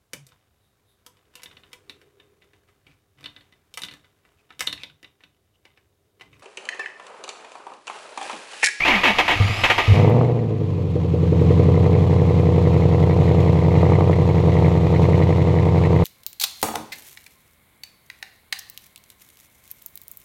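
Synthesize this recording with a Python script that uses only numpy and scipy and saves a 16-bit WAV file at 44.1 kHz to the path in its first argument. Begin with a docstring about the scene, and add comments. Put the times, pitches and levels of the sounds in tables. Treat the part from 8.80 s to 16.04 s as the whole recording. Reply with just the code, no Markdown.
"""V8 cold start, behind the tailpipes

Outdoors in a driveway, one microphone just behind the twin tailpipes of a V8 car.
The starter is commutator whine, filtered noise and hammering gear teeth; lone coughs ring decaying pipe modes.
The engine catches, flares and settles to a burbling idle: eight uneven cylinders send pulses through
pipe filters, rising chirps and tailpipe resonances, with noise for the gas. A faint rumble lies behind."""
import sys
import numpy as np
from scipy import signal
from scipy.fft import rfft, irfft
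from scipy.io import wavfile
from scipy.ndimage import uniform_filter1d

SR = 44100
rng = np.random.default_rng(int(sys.argv[2]) if len(sys.argv) > 2 else 0)


def dump_mix(stems):
    """Bounce the given channels to the path in sys.argv[1] as a 16-bit WAV at rate SR."""
    frames = np.atleast_2d(stems).T  # one column per channel
    limited = np.clip(frames, -1, 1)  # hard clip at full scale
    pcm = np.round(limited * 32767).astype(np.int16)
    wavfile.write(sys.argv[1], SR, pcm)


N = 319284
T = np.arange(N) / SR  # time axis, s

# Engine speed, a flare and then a wavering idle: (t/s, four-stroke cycles per second/Hz)
ENGINE_SPEED = [(1.15, 13.561), (1.25, 12.337), (1.36, 15.103), (1.51, 15.107), (1.88, 11.982),
                (2.15, 11.002), (2.41, 10.786), (3.09, 11.384), (3.75, 10.912), (4.66, 10.955),
                (4.77, 10.576), (5.17, 11.392), (5.63, 10.822), (6.0, 10.669), (6.51, 11.11),
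                (7.24, 10.811)]
# How hard the engine works, relative to idle: (t/s, level/dB)
EFFORT = [(1.16, 1), (1.23, 1), (1.35, 0.4), (1.66, -4.5), (2.16, -4.5), (2.72, 0.65), (3.51, -0.26),
          (4.69, 0.5), (4.79, -0.1), (5.02, 1), (5.54, -0.27), (5.85, 1), (6.01, -0.5), (6.27, 0.98),
          (6.62, -0.2), (7.2, 0.5)]
# Cylinders in firing order, before they are evened out at racing speed:
# (lag/firing intervals, pulse level/dB, tip ring level/dB, bite/dB, change of bite when cold/dB)
CYLINDERS = [(-0.062, -0.1, -0.5, 4.5, -7.5), (0.057, 3.1, -0.5, 3, -7), (-0.1185, -7.5, 0, 1, -6),
             (-0.111, 6, 0, 0.5, 6), (-0.186, -5, -10, -3, 4), (0.075, 0.5, -5.5, -2, -11.5),
             (-0.077, 4, -4.5, 3.5, -4), (-0.11, 2.5, -7.5, 1, -19.5)]
# Spectrum of pipes and mufflers: (f/Hz, level/dB)
PIPE_SPECTRUM = [(25, -93.5), (50, -15), (72, -10.5), (88, 0.5), (112, -0.5), (135, 4.5), (172, 4),
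                 (200, -15.5), (235, -1.5), (480, 17.5), (1100, -53.5)]
# Standing waves in the tailpipes: (f/Hz, width/Hz, level/dB, change when cold/dB)
TAILPIPE_MODES = [(232.3, 7, 0, 10.5), (271, 23, -8.5, 8.5), (321, 19, 6.5, 0.5), (361, 39, 5.5, -8.5),
                  (428.6, 30.7, 2.5, 2.5), (478, 19, 5.5, 0), (532, 4.3, -8.5, -0.5), (582, 15, 0, 0.5),
                  (700.5, 9.8, 3, 3), (776, 20, 4, -4), (899, 28, 12, -14)]
# Length of the upward sweep at the pulse front: (t/s, length/s)
SWEEP_LENGTH = [(1.5, 0.0057), (2.1, 0.0154), (3.0, 0.0081), (4.0, 0.00564)]
# Spectrum of the steep front of a pulse: (f/Hz, level/dB)
CRACK_SPECTRUM = [(60, -18.5), (250, 9), (450, -14.5), (620, 3.5), (950, -0.5), (1200, -2), (1450, -17),
                  (2500, -31.5), (6000, -54.5)]
# Spectrum of the edge the fronts take on while the engine races: (f/Hz, level/dB)
SPIT_SPECTRUM = [(400, -16), (1000, -2.5), (1500, -2.5), (2600, 2), (3600, -13), (8000, -32.5)]
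# Ring of the tips, each resonance passed twice: (f/Hz, width of one pass/Hz, level/dB)
TIP_MODES = [(2035, 440, 2), (2360, 220, -35), (4010, 140, -12)]
# Spectrum of gas rushing out of the tips: (f/Hz, level/dB)
HISS_SPECTRUM = [(300, 3), (1000, 12.5), (1500, -3.5), (2400, 0), (3200, -3.5), (4200, -5.5), (4800, -12),
                 (7000, -16), (8000, -20), (9000, -30), (10000, -24), (11400, -24.5), (13000, -30.5),
                 (15500, -37.5)]
# Levels of the exhaust parts, one row each:
# (level at warm idle/dB, level per effort/dB per dB, change when racing/dB, change when cold/dB)
BOOM_LEVEL = (-15.5, 1.5, -1.5, 2)
BARK_LEVEL = (-23, 1.53, -0.4, 1.54)
FRONT_LEVEL = (-30.5, 3.4, 9, -6.5)
SPIT_LEVEL = (-60, 1.9, 14.5, -0.5)
TIP_LEVEL = (-40, 3.5, 6.5, -10.5)
GAS_LEVEL = (-35.5, 1.2, -4.5, -1.96)
# Sharp pops on extra hard firings: (t/s, peak level/dB)
POPS = [(1.412, -8.5), (3.061, -15), (5.0298, -10), (5.12, -10.5), (5.2077, -9), (5.296, -12.5)]
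# First firings into the cold pipes: (t/s, strike level/dB)
COUGHS = [(0.053, -44), (0.366, -34), (.557, -23.5), (0.6, -7.5), (0.641, -15.5), (0.696, -15.5),
          (0.774, -24.5), (0.817, -24), (.89, -26.5), (0.97, -32), (1.078, -8.5), (1.097, -9),
          (1.117, -8.5), (1.131, -6.5)]
# Modes of the cold pipes: (f/Hz, level/dB, 60 dB decay time/s)
COLD_PIPE_MODES = [(101.1, 5.5, 0.18), (129, -36, 0.105), (63, -28, 0.19), (165.7, -14, 0.18),
                   (217, -14.5, 0.2), (460, -5.5, 0.043)]
# Starter grinding: (t/s, length/s, load level/dB, first tooth rate f/Hz, last tooth rate f/Hz)
GRINDS = [(0.049, 0.06, -20.5, 327.5, 289.6), (0.077, 0.097, -21, 289.7, 190.8),
          (0.233, 0.07, -19, 336.7, 202.6), (0.383, 0.019, -15.5, 385, 307.6),
          (0.478, 0.055, -18.5, 404.5, 297.5), (0.835, 0.013, -13, 480, 469), (0.871, 0.028, -27, 488, 464),
          (0.899, 0.01, -13, 487.5, 466), (0.979, 0.017, -16.5, 497, 448)]
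# Spectrum of starter and bell housing: (f/Hz, level/dB)
HOUSING_SPECTRUM = [(120, -9), (230, -10), (380, 1), (550, 2.5), (830, 3.5), (1200, 0.5), (1500, -2.5),
                    (1880, 6.5), (2600, 5), (3300, 0.5), (4500, -13), (7000, -22), (9000, -35),
                    (11500, -28.5), (15500, -44)]
# Starter whine, sagging under load, before its waver: (t/s, f/Hz)
MOTOR_WHINE = [(0, 2030), (.07, 2720), (.098, 2723), (.112, 2350), (.145, 2070), (.19, 2480), (.56, 2090),
               (.8, 2590), (1.15, 2560), (1.5, 1480)]
# Overtones of the whine: (multiple of its frequency, relative level/dB)
WHINE_OVERTONES = [(2, -8), (3, -15), (4, -20), (5, -26)]
# Spectrum of gears and brushes: (f/Hz, level/dB)
WHIR_SPECTRUM = [(100, -0.5), (180, -6), (300, -7), (600, -5.5), (780, 2), (1000, -6), (1200, 1.5),
                 (1450, -11.5), (2100, 1.5), (2700, -1), (3700, -10), (6800, -23.5), (8700, -33),
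                 (11500, -31.5), (15400, -47)]

CATCH_S, CATCH_TURN = 1.2, .789  # the engine cycle stands at this turn at this time
RACING_FROM_HZ, RACING_SPAN_HZ = 10.9, 2.8  # cycles per second, onset and range of racing
WARM_FROM_S, WARM_S = 2.43, 2.32  # start of warming and its time constant
POP_BITE_DB = 3  # added to the bite of the firing nearest each pop
WHINE_DB, OVERTONES_DB, WHIR_DB = -52, -67.5, -26.5  # while it cranks
FREE_S, FREE_LENGTH_S, FREE_DB = 0.75, 0.29, 24  # overtones swell as the motor spins free
RELEASE_S, RUN_DOWN_DB_PER_S = 1.154, 103  # the key is let go
SQUEAL_DB, SQUEAL_ATTACK_S, SQUEAL_S, SQUEAL_FADE_S = -21.5, 0.011, 0.17, .025
TICK_S, TICK_DB = 1.3, -26
EDGE_HZ = 15650  # upper band limit of the recorder


def exhaust(hiss_throb=0.68, jitter_s=.00008, burn_db=1.5, steep_db=1.5):
    """Each firing booms through the pipes, barks in the tailpipes, cracks at its front and puffs from the tips."""
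    s, pulse_db, bite_db, ring_db = firings()
    burn, late, steep, flutter = rng.standard_normal((len(s), 4)).T
    s = s + jitter_s * late
    pulses = clicks(s, amp(pulse_db + burn_db * burn))
    bite_db = bite_db + steep_db * steep

    low_pass = signal.butter(4, 205, fs=SR, output="sos")
    boom = -signal.sosfiltfilt(low_pass, colour(pulses, PIPE_SPECTRUM))

    # the flow is roughest while the engine catches
    rough = np.interp(T, [1.4, 1.7], [1.8, .8])
    swoops = sweeps(s - .003, amp(1.2 * bite_db), low_hz=255, high_hz=690)
    bark_band = signal.butter(3, [150, 850], "bandpass", fs=SR, output="sos")
    kicks = signal.sosfilt(bark_band, turbulent(swoops, rough, .012))
    chill = cold()
    bark = -sum(amp(db + cold_db * chill) * resonate(kicks, hz, width)
                for hz, width, db, cold_db in TAILPIPE_MODES)

    fronts = turbulent(sweeps(s - .0012, amp(1.15 * bite_db)), 1.5, .012)
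    crack = colour(fronts, CRACK_SPECTRUM)
    spit = colour(turbulent(clicks(s, amp(bite_db)), 0.9, 0.0022), SPIT_SPECTRUM)

    puffs = fading(clicks(s + 0.0005, amp(ring_db + 4.4 * flutter)), 0.0057) * rng.standard_normal(N)
    tip = sum(amp(db) * resonate(resonate(puffs, hz, width), hz, width) for hz, width, db in TIP_MODES)
    rush = (1 + hiss_throb * evened(fading(pulses, 0.02))) * amp(1.4 * wander(80))
    hiss = evened(driveway(colour(rush * rng.standard_normal(N), HISS_SPECTRUM)))

    parts = level(*BOOM_LEVEL) * steadied(boom, 0.11)
    parts += level(*BARK_LEVEL) * steadied(bark, 0.68)
    parts += level(*FRONT_LEVEL) * steadied(crack, 0.065)
    parts += level(*SPIT_LEVEL) * steadied(spit, .2)
    parts += level(*TIP_LEVEL) * steadied(tip, 0.17)
    parts += level(*GAS_LEVEL) * hiss
    onset = np.clip((T - 1.125) / 0.064, 0, 1)
    return onset * parts


def firings(smoothing=0.35):
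    """Time and strengths of every firing; the cylinders fire more alike while the engine races."""
    turns = np.cumsum(curves(ENGINE_SPEED)[0]) / SR
    turns += CATCH_TURN - np.interp(CATCH_S, T, turns)
    count = len(CYLINDERS)
    first = np.ceil(np.interp(1.135, T, turns) * count)
    slot = np.arange(first, int(turns[-1] * count)).astype(int)
    uneven = 1 - smoothing * np.interp(slot / count, turns, racing())
    lag, pulse_db, ring_db, bite_db, cold_db = np.array(CYLINDERS)[slot % count].T * uneven
    s = np.interp((slot + lag) / count, turns, T)
    bite_db += cold_db * np.interp(s, T, cold() * (1 - racing()))
    for pop_s, _ in POPS:
        bite_db[np.argmin(abs(s - pop_s))] += POP_BITE_DB
    return s, pulse_db, bite_db, ring_db


def sweeps(times, sizes, low_hz=220, high_hz=1650):
    """The pipe spreads each front into a short rising chirp."""
    out = np.zeros(N + SR)
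    lengths = np.interp(times, *np.transpose(SWEEP_LENGTH))
    for s, size, length in zip(times, sizes, lengths):
        t = np.arange(0, length, 1 / SR)
        chirp = signal.chirp(t, low_hz, length, high_hz, method="logarithmic")
        chirp *= signal.windows.tukey(len(t), .3)
        out[round(s * SR):][:len(t)] += size * chirp / np.sqrt(length)
    return out[:N]


def turbulent(x, share, seconds):
    """A puff of turbulence, noise with a decaying envelope, trails every pulse."""
    puff = np.sqrt(fading(x ** 2, seconds)) * rng.standard_normal(N)
    return evened(x) + share * evened(puff)


def racing():
    """Engine speed as a share of racing: 0 at slow idle, 1 at the top of the flare."""
    return np.clip((curves(ENGINE_SPEED)[0] - RACING_FROM_HZ) / RACING_SPAN_HZ, 0, 1)


def cold():
    """Coldness of the exhaust: 1 at first, then an exponential decay."""
    return np.exp(-np.maximum(T - WARM_FROM_S, 0) / WARM_S)


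def level(idle_db, per_effort, racing_db, cold_db):
    """Gain of one part of the exhaust, from effort, speed and coldness."""
    return amp(idle_db + per_effort * curves(EFFORT)[0] + racing_db * racing() + cold_db * cold())


def pops():
    """Now and then a firing leaves the pipe as a sharp pop, a click with the colour of a steep front."""
    s, db = np.transpose(POPS)
    peak = abs(colour(clicks([0], [1]), CRACK_SPECTRUM)).max()
    return colour(clicks(s, amp(db)), CRACK_SPECTRUM) / peak


def coughs(swell_s=0.0047):
    """Lone firings set the cold pipes booming in decaying modes that swell in softly."""
    s, db = np.transpose(COUGHS)
    t = T[:SR // 2]
    ring = sum(amp(mode_db - 60 * t / t60) * np.sin(2 * np.pi * hz * t)
               for hz, mode_db, t60 in COLD_PIPE_MODES)
    ring *= 1 - np.exp(-t / swell_s)
    return -signal.oaconvolve(clicks(s, amp(db)), ring)[:N]


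def grinding(scrape=0.092, tooth_uneven_db=3.0, ring_s=0.021, attack_s=0.0022, growl_db=-1, growl_hz=280):
    """Pinion teeth hammer and scrape on the ring gear under load, and growl as the crank slows."""
    clatter, growl = np.zeros((2, N))
    for s, length, db, first_hz, last_hz in GRINDS:
        t = T - s
        load = amp(db) * np.clip(t / attack_s, 0, 1) * np.exp(-np.maximum(t - length, 0) / ring_s)
        hz = np.interp(t, [0, length], [first_hz, last_hz])
        turns = np.cumsum(hz) / SR
        # one click each time another tooth meets
        teeth = np.diff(np.floor(turns), prepend=0) * amp(tooth_uneven_db * rng.standard_normal(N))
        scraping = fading(teeth, 0.008) * rng.standard_normal(N)
        clatter += load * evened(teeth + scrape * scraping)
        growl += load * np.sin(2 * np.pi * turns) / (1 + (hz / growl_hz) ** 4)
    housing_gain = np.linalg.norm(colour(clicks([0], [1]), HOUSING_SPECTRUM))
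    return colour(clatter, HOUSING_SPECTRUM) / housing_gain + amp(growl_db) * growl


def housing_modes(x, ring_db=-1):
    """A few sharp metal resonances ring on above the clatter."""
    modes = [(840, 164), (1213, 25), (1872, 16), (2595, 9.9)]  # (f/Hz, width/Hz)
    return x + amp(ring_db) * sum(resonate(x, hz, width) for hz, width in modes)


def starter_motor(waver=0.0152):
    """Commutator whine, squealing under its first load, in a whir of gears and brushes; it dies on release."""
    turns = np.cumsum(curves(MOTOR_WHINE)[0] * (1 + waver * wander(250))) / SR
    whine = evened(np.sin(2 * np.pi * turns + 0.25 * wander(270)) * amp(5.9 * wander(99)))
    shaft = 2 * np.pi * turns + .35 * wander(200)
    overtones = evened(sum(amp(db) * np.sin(round(k) * shaft) for k, db in WHINE_OVERTONES))
    whir = evened(colour(rng.standard_normal(N) * amp(1.1 * wander(200)), WHIR_SPECTRUM))
    squeal = amp(SQUEAL_DB) * np.minimum(T / SQUEAL_ATTACK_S, 1)
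    squeal *= np.exp(-np.maximum(T - SQUEAL_S, 0) / SQUEAL_FADE_S)
    free = np.exp(-((T - FREE_S) / FREE_LENGTH_S) ** 2)
    powered = amp(-RUN_DOWN_DB_PER_S * np.maximum(T - RELEASE_S, 0))
    tones = (amp(WHINE_DB) + squeal) * whine + amp(OVERTONES_DB + FREE_DB * free) * overtones
    return powered * (tones + amp(WHIR_DB) * whir)


def tick():
    """A single dry tick, one impulse."""
    return clicks([TICK_S], amp(TICK_DB))


def driveway(x, wet_db=-11, t60=0.072):
    """Scattered, decaying reflections off the ground, the underbody and the garage front."""
    t = T[:SR // 3]
    sparse = rng.random(len(t)) < 2000 / SR  # about 2000 reflections a second
    taps = rng.standard_normal(len(t)) * sparse * amp(-60 * t / t60) * (t > .003)
    return x + amp(wet_db) * signal.oaconvolve(x, taps / np.linalg.norm(taps))[:N]


def outdoors(db=-53):
    """Faint open-air rumble of filtered noise."""
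    spectrum = [(25, -6.5), (60, -11.5), (150, -5), (500, 6.5), (3000, -44.0), (15000, -58.0)]  # (f/Hz, level/dB)
    return amp(db) * evened(colour(rng.standard_normal(N), spectrum))


def amp(db):
    """dB to gain."""
    return 10 ** (np.asarray(db) / 20)


def evened(x):
    """Scaled to unit rms."""
    return x / np.sqrt(np.mean(x ** 2) + 1e-20)


def steadied(x, seconds):
    """Brought near unit level by a running average of power; faint passages are lifted less."""
    size = int(seconds * SR)
    power = uniform_filter1d(uniform_filter1d(x ** 2, size), size)
    return x / np.sqrt(abs(power) + np.mean(x ** 2) / 10 ** 2)


def curves(rows):
    """Each column of a timed table as a curve over the whole scene."""
    s, *columns = np.transpose(rows)
    return [np.interp(T, s, c) for c in columns]


def wander(hz):
    """Random drift of unit rms, holding only rates below the given one."""
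    return evened(irfft(rfft(rng.standard_normal(N)) * (np.fft.rfftfreq(N, 1 / SR) < hz), N))


def colour(x, points, order=8192):
    """Causal minimum-phase filter with the given spectrum, falling away beyond its last point."""
    hz, db = np.transpose(points)
    f = np.fft.rfftfreq(order, 1 / SR) + 1
    gain_db = np.interp(np.log(f), np.log(hz), db)
    gain_db -= 30 * np.clip(np.log2(f / hz[-1]), 0, 2)  # 30 dB an octave, for two octaves
    # folding the cepstrum forward in time gives the minimum phase
    cepstrum = irfft(np.log(amp(gain_db)))
    cepstrum[1:order // 2] *= 2
    cepstrum[order // 2 + 1:] = 0
    return signal.oaconvolve(x, irfft(np.exp(rfft(cepstrum))))[:N]


def resonate(x, hz, width):
    """One resonance of gain 1 at its peak."""
    return signal.lfilter(*signal.iirpeak(hz, hz / width, SR), x)


def clicks(s, size):
    """Impulses of the given sizes at the given times."""
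    train = np.zeros(N)
    np.add.at(train, np.clip(np.round(np.asarray(s) * SR).astype(int), 0, N - 1), size)
    return train


def fading(x, seconds):
    """Every click becomes an exponential decay of the same height."""
    return signal.lfilter([1], [1, -np.exp(-1 / (seconds * SR))], x)


def scene():
    """Running exhaust, first coughs and starter, in the open air."""
    starter = driveway(housing_modes(grinding()) + starter_motor())
    return (exhaust() + pops() + coughs() + starter + tick() + outdoors())[None]


def record(dry):
    """The recorder rounds off the highest peaks, then limits the band."""
    rounded = dry / (1 + (abs(dry) / .9) ** 6) ** (1 / 6)
    low_pass = signal.firwin(511, EDGE_HZ, window=("kaiser", 9), fs=SR)
    return signal.oaconvolve(rounded, low_pass[None], "same")


dry = scene()
out = record(dry)
dump_mix(out)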